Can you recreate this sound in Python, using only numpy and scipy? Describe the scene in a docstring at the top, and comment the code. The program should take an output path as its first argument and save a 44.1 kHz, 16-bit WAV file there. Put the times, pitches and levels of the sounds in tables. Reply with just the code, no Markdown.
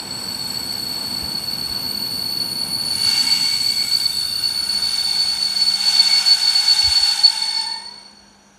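"""Wheels rumble and brakes begin to squeal as a passenger train rolls in and stops beside the listener.
Rough treads shake bogies and rails; the rumble dies with the speed, and a few dull thumps sound.
Brake blocks scrape the wheels and make them sing near 4.4 kHz, several beating against each other,
while other wheel modes come and go. The blocks groan in stick-slip, loudest just before the stop,
and electrical equipment hums on."""
import sys
import numpy as np
from scipy import signal
from scipy.fft import rfft, irfft
from scipy.io import wavfile
from scipy.ndimage import uniform_filter1d

SR = 44100
rng = np.random.default_rng(int(sys.argv[2]) if len(sys.argv) > 2 else 0)


def transcribe(signal):
    """Save signal, clipped to [-1, 1], as a 16-bit WAV file at the path in sys.argv[1]."""
    frames = np.atleast_2d(signal).T
    limited = np.clip(frames, -1, 1)
    pcm = np.round(limited * 32767).astype(np.int16)
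    wavfile.write(sys.argv[1], SR, pcm)


N = 378378
T = np.arange(N) / SR
BINS_HZ = np.fft.rfftfreq(N, 1 / SR) + 1e-3


def undb(db):
    """Decibels to gain."""
    return 10 ** (np.asarray(db) / 20)


def unit_rms(x):
    """Scale to rms 1."""
    return x / np.sqrt(np.mean(x ** 2))


def even_out(x):
    """Level swings slower than about 0.2 s, leaving the flutter."""
    return x / np.sqrt(uniform_filter1d(x ** 2, int(.2 * SR)) + 1e-9)


def curves(rows):
    """Each column after time_s, interpolated to every sample."""
    time_s, *columns = np.transpose(rows)
    return [np.interp(T, time_s, column) for column in columns]


def spells_db(rows):
    """Loudest of several spells, each held from start to end; rise and fall are seconds per 10 dB."""
    return np.max([db - 10 * (np.maximum(start - T, 0) / rise + np.maximum(T - end, 0) / fall)
                   for start, end, rise, fall, db in rows], axis=0)


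def wander(rate_hz):
    """Random curve through rate_hz new values a second; spread near 1."""
    steps = rng.standard_normal(8192)
    return 1.22 * np.interp(T * rate_hz, np.arange(len(steps)), steps)


def response(points):
    """Gain per frequency bin from (freq_hz, gain_db) points."""
    hz, db = np.transpose(points)
    return undb(np.interp(np.log(BINS_HZ), np.log(hz), db))


def colour(x, gain, band_hz=(0, SR)):
    """Filter x and scale it so that the band has rms 1."""
    spectrum = rfft(x) * gain
    inside = (BINS_HZ > band_hz[0]) & (BINS_HZ < band_hz[1])
    return irfft(spectrum, N) * N / np.sqrt(2 * np.sum(abs(spectrum[inside]) ** 2))


def sing(hz, jitter_hz, rate_hz, voices=3):
    """Sines that wander separately in pitch and so beat; rms 1."""
    pitches_hz = [hz + jitter_hz * wander(rate_hz) for _ in range(voices)]
    return unit_rms(sum(np.sin(2 * np.pi * np.cumsum(pitch) / SR) for pitch in pitches_hz))


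# wheel resonances: freq_hz, width_hz, peak_db
WHEEL_RESONANCES = [(890, 130, 4), (1530, 240, 4), (2220, 120, 5), (2795, 90, 7.5), (3300, 90, 1),
                    (3600, 130, 5), (3845, 25, 7), (4050, 35, 2), (4765, 28, 4), (5068, 30, 7),
                    (5320, 75, 8), (6075, 42, 8.5), (6230, 35, 5), (6690, 70, 6), (7080, 80, 3),
                    (7700, 70, 2), (7920, 100, 5), (9640, 130, 9), (10530, 70, 7), (11720, 120, 4),
                    (15170, 110, 11)]

def wheel_response():
    """The wheel's resonances stand above a flat response."""
    peaks = sum(undb(db) ** 2 / (1 + (2 * (BINS_HZ - hz) / width_hz) ** 2) ** 1.5
                for hz, width_hz, db in WHEEL_RESONANCES)
    return np.sqrt(1 + peaks)


# running gear levels: time_s, rumble_db, rolling_db
GEAR_LEVELS = [(0, -43.5, -49.5), (2.8, -42.5, -51), (3.7, -47, -57), (5.2, -51, -55), (7.2, -63.5, -60),
               (7.8, -85.5, -59), (8.3, -88, -69.5)]
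# spectra of rumble at speed, rumble at walking pace and rolling noise: freq_hz, gain_db
FAST_RUMBLE = [(30, -26), (60, -8), (90, -5), (122, 2), (165, -2.5), (200, 3.5), (228, -0.5), (252, 3),
               (290, -7), (345, -4), (420, -22), (600, -31)]
SLOW_RUMBLE = [(25, -24), (42, -10.5), (65, 1), (95, -1), (130, 0.5), (220, -22), (400, -53)]
ROLLING_SPECTRUM = [(150, -8), (350, 1.5), (520, 0.5), (700, 0.5), (920, 1.5), (1200, -2.5), (1560, -3),
                    (1900, -7.5), (2280, -4.5), (3000, -7), (4500, -7.5), (5600, -9.5), (6600, -26),
                    (15000, -33)]
# drone relative to rolling noise, at entry speed: pitch_hz, gain_db
DRONE_TONES = [(252, -1), (466, -4)]

def running_gear(speed):
    """Rough treads shake bogies and rails; the rumble sinks in pitch and fades as the train slows."""
    rumble_db, rolling_db = curves(GEAR_LEVELS)
    fast = colour(rng.standard_normal(N), response(FAST_RUMBLE), band_hz=(70, 180))
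    slow = colour(rng.standard_normal(N), response(SLOW_RUMBLE), band_hz=(70, 180))
    fast_share = np.clip((speed - .5) / .32, .04, .92)
    rumble = np.sqrt(fast_share) * fast + np.sqrt(1 - fast_share) * slow
    rolling_response = response(ROLLING_SPECTRUM) * wheel_response() ** .7
    rolling = colour(rng.standard_normal(N), rolling_response, band_hz=(500, 660))
    drone = speed ** 2 * sum(undb(db) * sing(hz, 4, rate_hz=50, voices=2) for hz, db in DRONE_TONES)
    rumble_gain = undb(rumble_db + .29 * wander(12))
    rolling_gain = undb(rolling_db + .75 * wander(12))
    return rumble * rumble_gain + (rolling + drone) * rolling_gain


# station air: freq_hz, gain_db
AIR_SPECTRUM = [(20, -37), (30, -20), (46, 7), (100, 0), (150, -1), (220, 5.5), (480, -4.5), (900, 2.5),
                (1200, -7.5), (1550, 0), (2000, -13), (3500, -12), (5000, -38), (9000, -14), (12000, -26),
                (15000, -49)]
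# hum of passing coach equipment: start_s, end_s, rise_s, fall_s, level_db
HUM_SPELLS = [(4.68, 4.8, 0.25, .4, -46.5), (5.5, 6, 0.82, .7, -48), (6.6, 8.58, 1, 1, -57)]
# standing trains: pitch_hz, level_db
IDLE_TONES = [(150, -66.5), (5739, -61.5), (6045, -68), (6358, -67), (6837, -68), (7101, -84)]

def station():
    """Night air, the hum of electrical equipment and faint wavering tones of standing trains."""
    air = colour(rng.standard_normal(N), response(AIR_SPECTRUM)) * undb(-54 + .5 * wander(3.5))
    hum = sing(hz=201.5, jitter_hz=1.27, rate_hz=15, voices=1) * undb(spells_db(HUM_SPELLS))
    idling = sum(undb(db) * sing(hz, .004 * hz, rate_hz=120, voices=2) for hz, db in IDLE_TONES)
    return air + hum + idling


# wheel modes besides the main squeal, by name: first_hz, last_hz, jitter_hz
SINGING_MODES = {"growl": (1460, 1490, 150), "low": (2235, 2210, 55), "ring": (2820, 2800, 60),
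                 "mid": (3650, 3602, 50), "upper": (5335, 5312, 55), "rasp": (5650, 5600, 150),
                 "chirp": (6760, 6740, 70), "high": (7890, 7900, 95), "whistle": (9765, 9738, 42),
                 "wire": (11370, 11370, 25), "sizzle": (12900, 12920, 140), "fizz": (13500, 13290, 130),
                 "thin": (13970, 13965, 20)}
# when they sing: mode, start_s, end_s, rise_s, fall_s, gain_db
MODE_SPELLS = [("high", 0, 0.13, .3, 1.5, -36), ("rasp", .2, 0.69, .6, .2, -51),
               ("whistle", 0.308, 1.5, 0.74, 1, -58), ("mid", .43, .48, .06, .08, -48.5),
               ("sizzle", 0.57, 4.15, 1, .9, -41), ("wire", 1.4, 3.2, 1.4, .5, -59),
               ("thin", 2, 2.2, .28, .55, -41), ("ring", 1.9, 3.5, 0.98, .3, -51),
               ("whistle", 2.87, 3.04, .55, 0.29, -32), ("growl", 3.05, 3.28, 0.098, 0.21, -42),
               ("ring", 3.07, 3.4, 0.15, .3, -38), ("low", 3.15, 3.52, 0.19, .3, -34.5),
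               ("high", 3.25, 3.9, 0.16, 0.42, -35.5), ("chirp", 3.9, 3.85, .15, 0.11, -45),
               ("low", 3.76, 3.73, 0.18, 0.3, -34), ("thin", 3.95, 4.55, .5, .7, -45.5),
               ("whistle", 4.12, 5.05, 0.63, .7, -37), ("mid", 4.13, 4.14, 0.14, 0.45, -36),
               ("growl", 4.1, 5.2, 0.38, 1, -45), ("ring", 4.38, 4.45, .2, 0.35, -42.5),
               ("fizz", 4.4, 6.7, 1.1, .8, -49), ("low", 4.64, 5.6, 0.33, .5, -44.5),
               ("mid", 4.87, 5.3, .13, .55, -37.5), ("upper", 5, 4.9, 1, .6, -42),
               ("low", 5.8, 6.8, 0.36, 0.33, -38), ("mid", 6.04, 6.1, 0.28, 0.13, -30.5),
               ("growl", 5.9, 7.35, 0.45, 0.31, -41), ("upper", 6.05, 7.55, 0.54, 0.37, -41.5),
               ("low", 6.13, 6.22, 0.055, 0.058, -28.5), ("fizz", 7, 7.1, 1, .3, -54),
               ("mid", 6.5, 7.3, 0.45, 0.48, -35), ("ring", 6.4, 7.3, 0.51, 1.6, -47),
               ("low", 7.33, 7.55, .3, 1, -41)]
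# a mode's steady core relative to its wavering part: pitch_hz, gain_db
CORE_GAINS = [(3600, -12.5), (9700, -2.5)]

def wheel_modes(speed):
    """Wheel modes break into song and drop out as the blocks grip unevenly; high modes are purer."""
    out = np.zeros(N)
    for mode, (first_hz, last_hz, jitter_hz) in SINGING_MODES.items():
        spells = [row[1:] for row in MODE_SPELLS if row[0] == mode]
        start_s, end_s = spells[0][0], spells[-1][1]
        hz = np.interp(T, [start_s, end_s], [first_hz, last_hz])
        grip_db = np.interp(first_hz, [3600, 9000], [2, .6]) * wander(20)
        wavering = sing(hz, jitter_hz * (.5 + .63 * speed), rate_hz=300)
        core = sing(hz, .25 * jitter_hz, rate_hz=60, voices=1)
        core_db = np.interp(first_hz, *np.transpose(CORE_GAINS))
        out += undb(spells_db(spells) + grip_db) * unit_rms(wavering + undb(core_db) * core)
    return out


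# far wheels' squeal: start_s, end_s, rise_s, fall_s, gain_db
FAR_SPELLS = [(2.3, 2.6, 4.8, 35, -25.5)]
# nearest wheel's squeal: time_s, pitch_hz
NEAR_WHEEL_PITCH = [(0, 4452), (2.7, 4455), (3.2, 4474), (5.2, 4463), (6.1, 4452), (7.3, 4447)]
# its block bites or lets go: time_s, extra_db
BLOCK_BITES = [(2.36, 4), (2.8, 3), (3.11, 2), (3.32, 1.5), (3.67, 2), (4, 5), (4.45, 3), (4.8, 2),
               (5.19, 3.5), (5.65, 5.5), (5.98, 4.5), (6.12, 2.5), (6.31, 4.5), (6.52, 3), (6.73, 4.5),
               (6.87, 2), (7, 3), (7.28, 7), (7.38, -4)]

def squeal(speed, rub_db, far_hz=4400, full_rub_db=-36, bite_half_s=.07):
    """Friction drives far and near wheels on one mode, slightly apart; the tone clears as they slow."""
    bite_db = sum(db * np.exp(-((T - time_s) / bite_half_s) ** 2) for time_s, db in BLOCK_BITES)
    drive_db = .54 * (rub_db - full_rub_db)
    near_db = -18 + drive_db + bite_db
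    far_db = spells_db(FAR_SPELLS)
    near_hz, = curves(NEAR_WHEEL_PITCH)
    jitter_hz = np.interp(speed, [.1, .35, .6, 1], [11, 16, 30, 35])
    far = sing(far_hz, jitter_hz, rate_hz=170, voices=4)
    far += .55 * sing(far_hz, 7, rate_hz=60, voices=1)
    near = sing(near_hz, jitter_hz, rate_hz=130, voices=4)
    near += (1.25 - speed) * sing(near_hz, 9, rate_hz=40, voices=1)
    wheels = even_out(even_out(far) + even_out(near) * undb(near_db - far_db))
    # chattering blocks spread a rough skirt around both tones
    chatter = sing((far_hz + near_hz) / 2 + 8, 2.5 * jitter_hz, rate_hz=200, voices=5)
    tone = even_out(wheels + chatter * undb(-19 + 10 * speed))
    tone_gain = np.hypot(undb(far_db), undb(near_db))
    octave = sing(2 * far_hz + 8, 1.1 * jitter_hz, rate_hz=350, voices=2)
    octave += undb(2 - 3 * speed) * sing(far_hz + near_hz, 3 * jitter_hz, rate_hz=250)
    octave_gain = undb(-35 + .42 * drive_db)
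    return tone * tone_gain + even_out(octave) * octave_gain


# blocks rubbing the treads, far off, then set by set: start_s, end_s, rise_s, fall_s, gain_db
RUB_SPELLS = [(.7, 2.75, 1.6, .3, -53.5), (3.08, 3.34, 0.17, 0.69, -36), (3.7, 3.85, .5, 0.76, -41),
              (4.95, 5.75, 0.97, .3, -41), (5.95, 6.21, 0.42, 1, -34), (6.5, 7.15, 0.33, 0.48, -35)]
# friction spectrum and its tilt at a creep: freq_hz, gain_db
FRICTION_SPECTRUM = [(300, -73), (550, -21), (780, -3.5), (1100, -6.5), (1900, -4), (3200, 1), (5500, -1),
                     (7400, -1), (9000, -5.5), (10200, -7.5), (12200, -13), (13200, -24), (15200, -29)]
CREEP_TILT = [(3500, 2), (7000, 2), (10000, -2), (15000, -17.5)]

def scrape(rub_db, creep_start_s=7.2, creep_fade_s=.86):
    """Countless tiny slips under the blocks ring the wheels; the last slow slide excites less treble."""
    slips = rng.standard_normal(N) * undb(1.1 * wander(700) + .6 * wander(18))
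    friction = response(FRICTION_SPECTRUM) * wheel_response()
    bright = colour(slips, friction, band_hz=(6150, 7400))
    dull = colour(slips, friction * response(CREEP_TILT), band_hz=(6150, 7400))
    creep_share = np.clip((T - creep_start_s) / creep_fade_s, 0, 1)
    return ((1 - creep_share) * bright + creep_share * dull) * undb(rub_db)


# dull thumps: start_s, pitch_hz, level_db
THUMP_HITS = [(1.221, 73, -27.5), (1.692, 73, -30.5), (3.055, 104, -31), (6.836, 76, -31),
              (6.870, 73.4, -22.5), (7.008, 65, -37)]

def thumps(rise_s=.0094):
    """Soft, heavy knocks that swell in a cycle and die within a few."""
    out = np.zeros(N)
    for start_s, hz, db in THUMP_HITS:
        age_s = np.maximum(T - start_s, 0)
        envelope = age_s / rise_s * np.exp(1 - age_s / rise_s)
        out += undb(db) * envelope * np.sin(2 * np.pi * hz * age_s)
    return out


# groan of the nearest blocks: start_s, end_s, rise_s, fall_s, gain_db
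GROAN_SPELLS = [(3.15, 3.35, .25, 0.17, -42.5), (4.95, 5.3, 0.41, 0.67, -44), (5.9, 6.8, 0.46, .5, -39),
                (7.2, 7.6, 1, 0.24, -36), (7.76, 7.8, 0.17, 0.18, -29)]
# its glide: time_s, pitch_hz
GROAN_GLIDE = [(3, 895), (4.6, 870), (6, 835), (7.1, 850), (7.4, 880), (7.72, 892), (7.9, 950), (8.1, 960)]

def groan(speed):
    """Slow stick-slip of the blocks: a rough tone with its octave, rising and clearing at the stop."""
    hz, = curves(GROAN_GLIDE)
    jitter_hz = np.interp(speed, [.13, .21, .33, .6, .78], [26, 38, 80, 70, 42])
    tone = sing(hz, jitter_hz, rate_hz=170)
    octave = sing(2 * hz, 1.6 * jitter_hz, rate_hz=260)
    return (tone + undb(-9) * octave) * undb(spells_db(GROAN_SPELLS))


# car body boom: start_s, end_s, rise_s, fall_s, level_db
BOOM_SPELLS = [(3.25, 3.38, 0.32, 0.11, -44.5)]

def body_boom():
    """The car body booms briefly as the first bogie draws near."""
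    return sing(hz=252, jitter_hz=3.15, rate_hz=70, voices=1) * undb(spells_db(BOOM_SPELLS))


# train motion: time_s, share_of_entry_speed
TRAIN_SPEED = [(0, 0.89), (3, 0.83), (5.2, 0.57), (6.2, 0.34), (7.4, .2), (8, 0.07), (8.58, 0.053)]
# envelope over all brake sounds: start_s, end_s, rise_s, fall_s, gain_db
BRAKE_ENVELOPE = [(.3, 7.63, 0.75, 0.23, -1)]

def scene():
    """The train from the platform edge; the brakes build as it nears and die as the wheels stop."""
    speed, = curves(TRAIN_SPEED)
    rub_db = spells_db(RUB_SPELLS)
    brakes = squeal(speed, rub_db) + wheel_modes(speed) + scrape(rub_db) + groan(speed)
    brakes *= undb(spells_db(BRAKE_ENVELOPE))
    return (brakes + running_gear(speed) + thumps() + body_boom() + station())[None]


def record(dry, low_hz=36, top_hz=15500):
    """Cut the deepest bass and the top treble."""
    highpass = signal.butter(3, low_hz, "high", fs=SR, output="sos")
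    lowpass = signal.ellip(12, .1, 80, top_hz, fs=SR, output="sos")
    return signal.sosfilt(lowpass, signal.sosfilt(highpass, dry))


dry = scene()
out = record(dry)
transcribe(out)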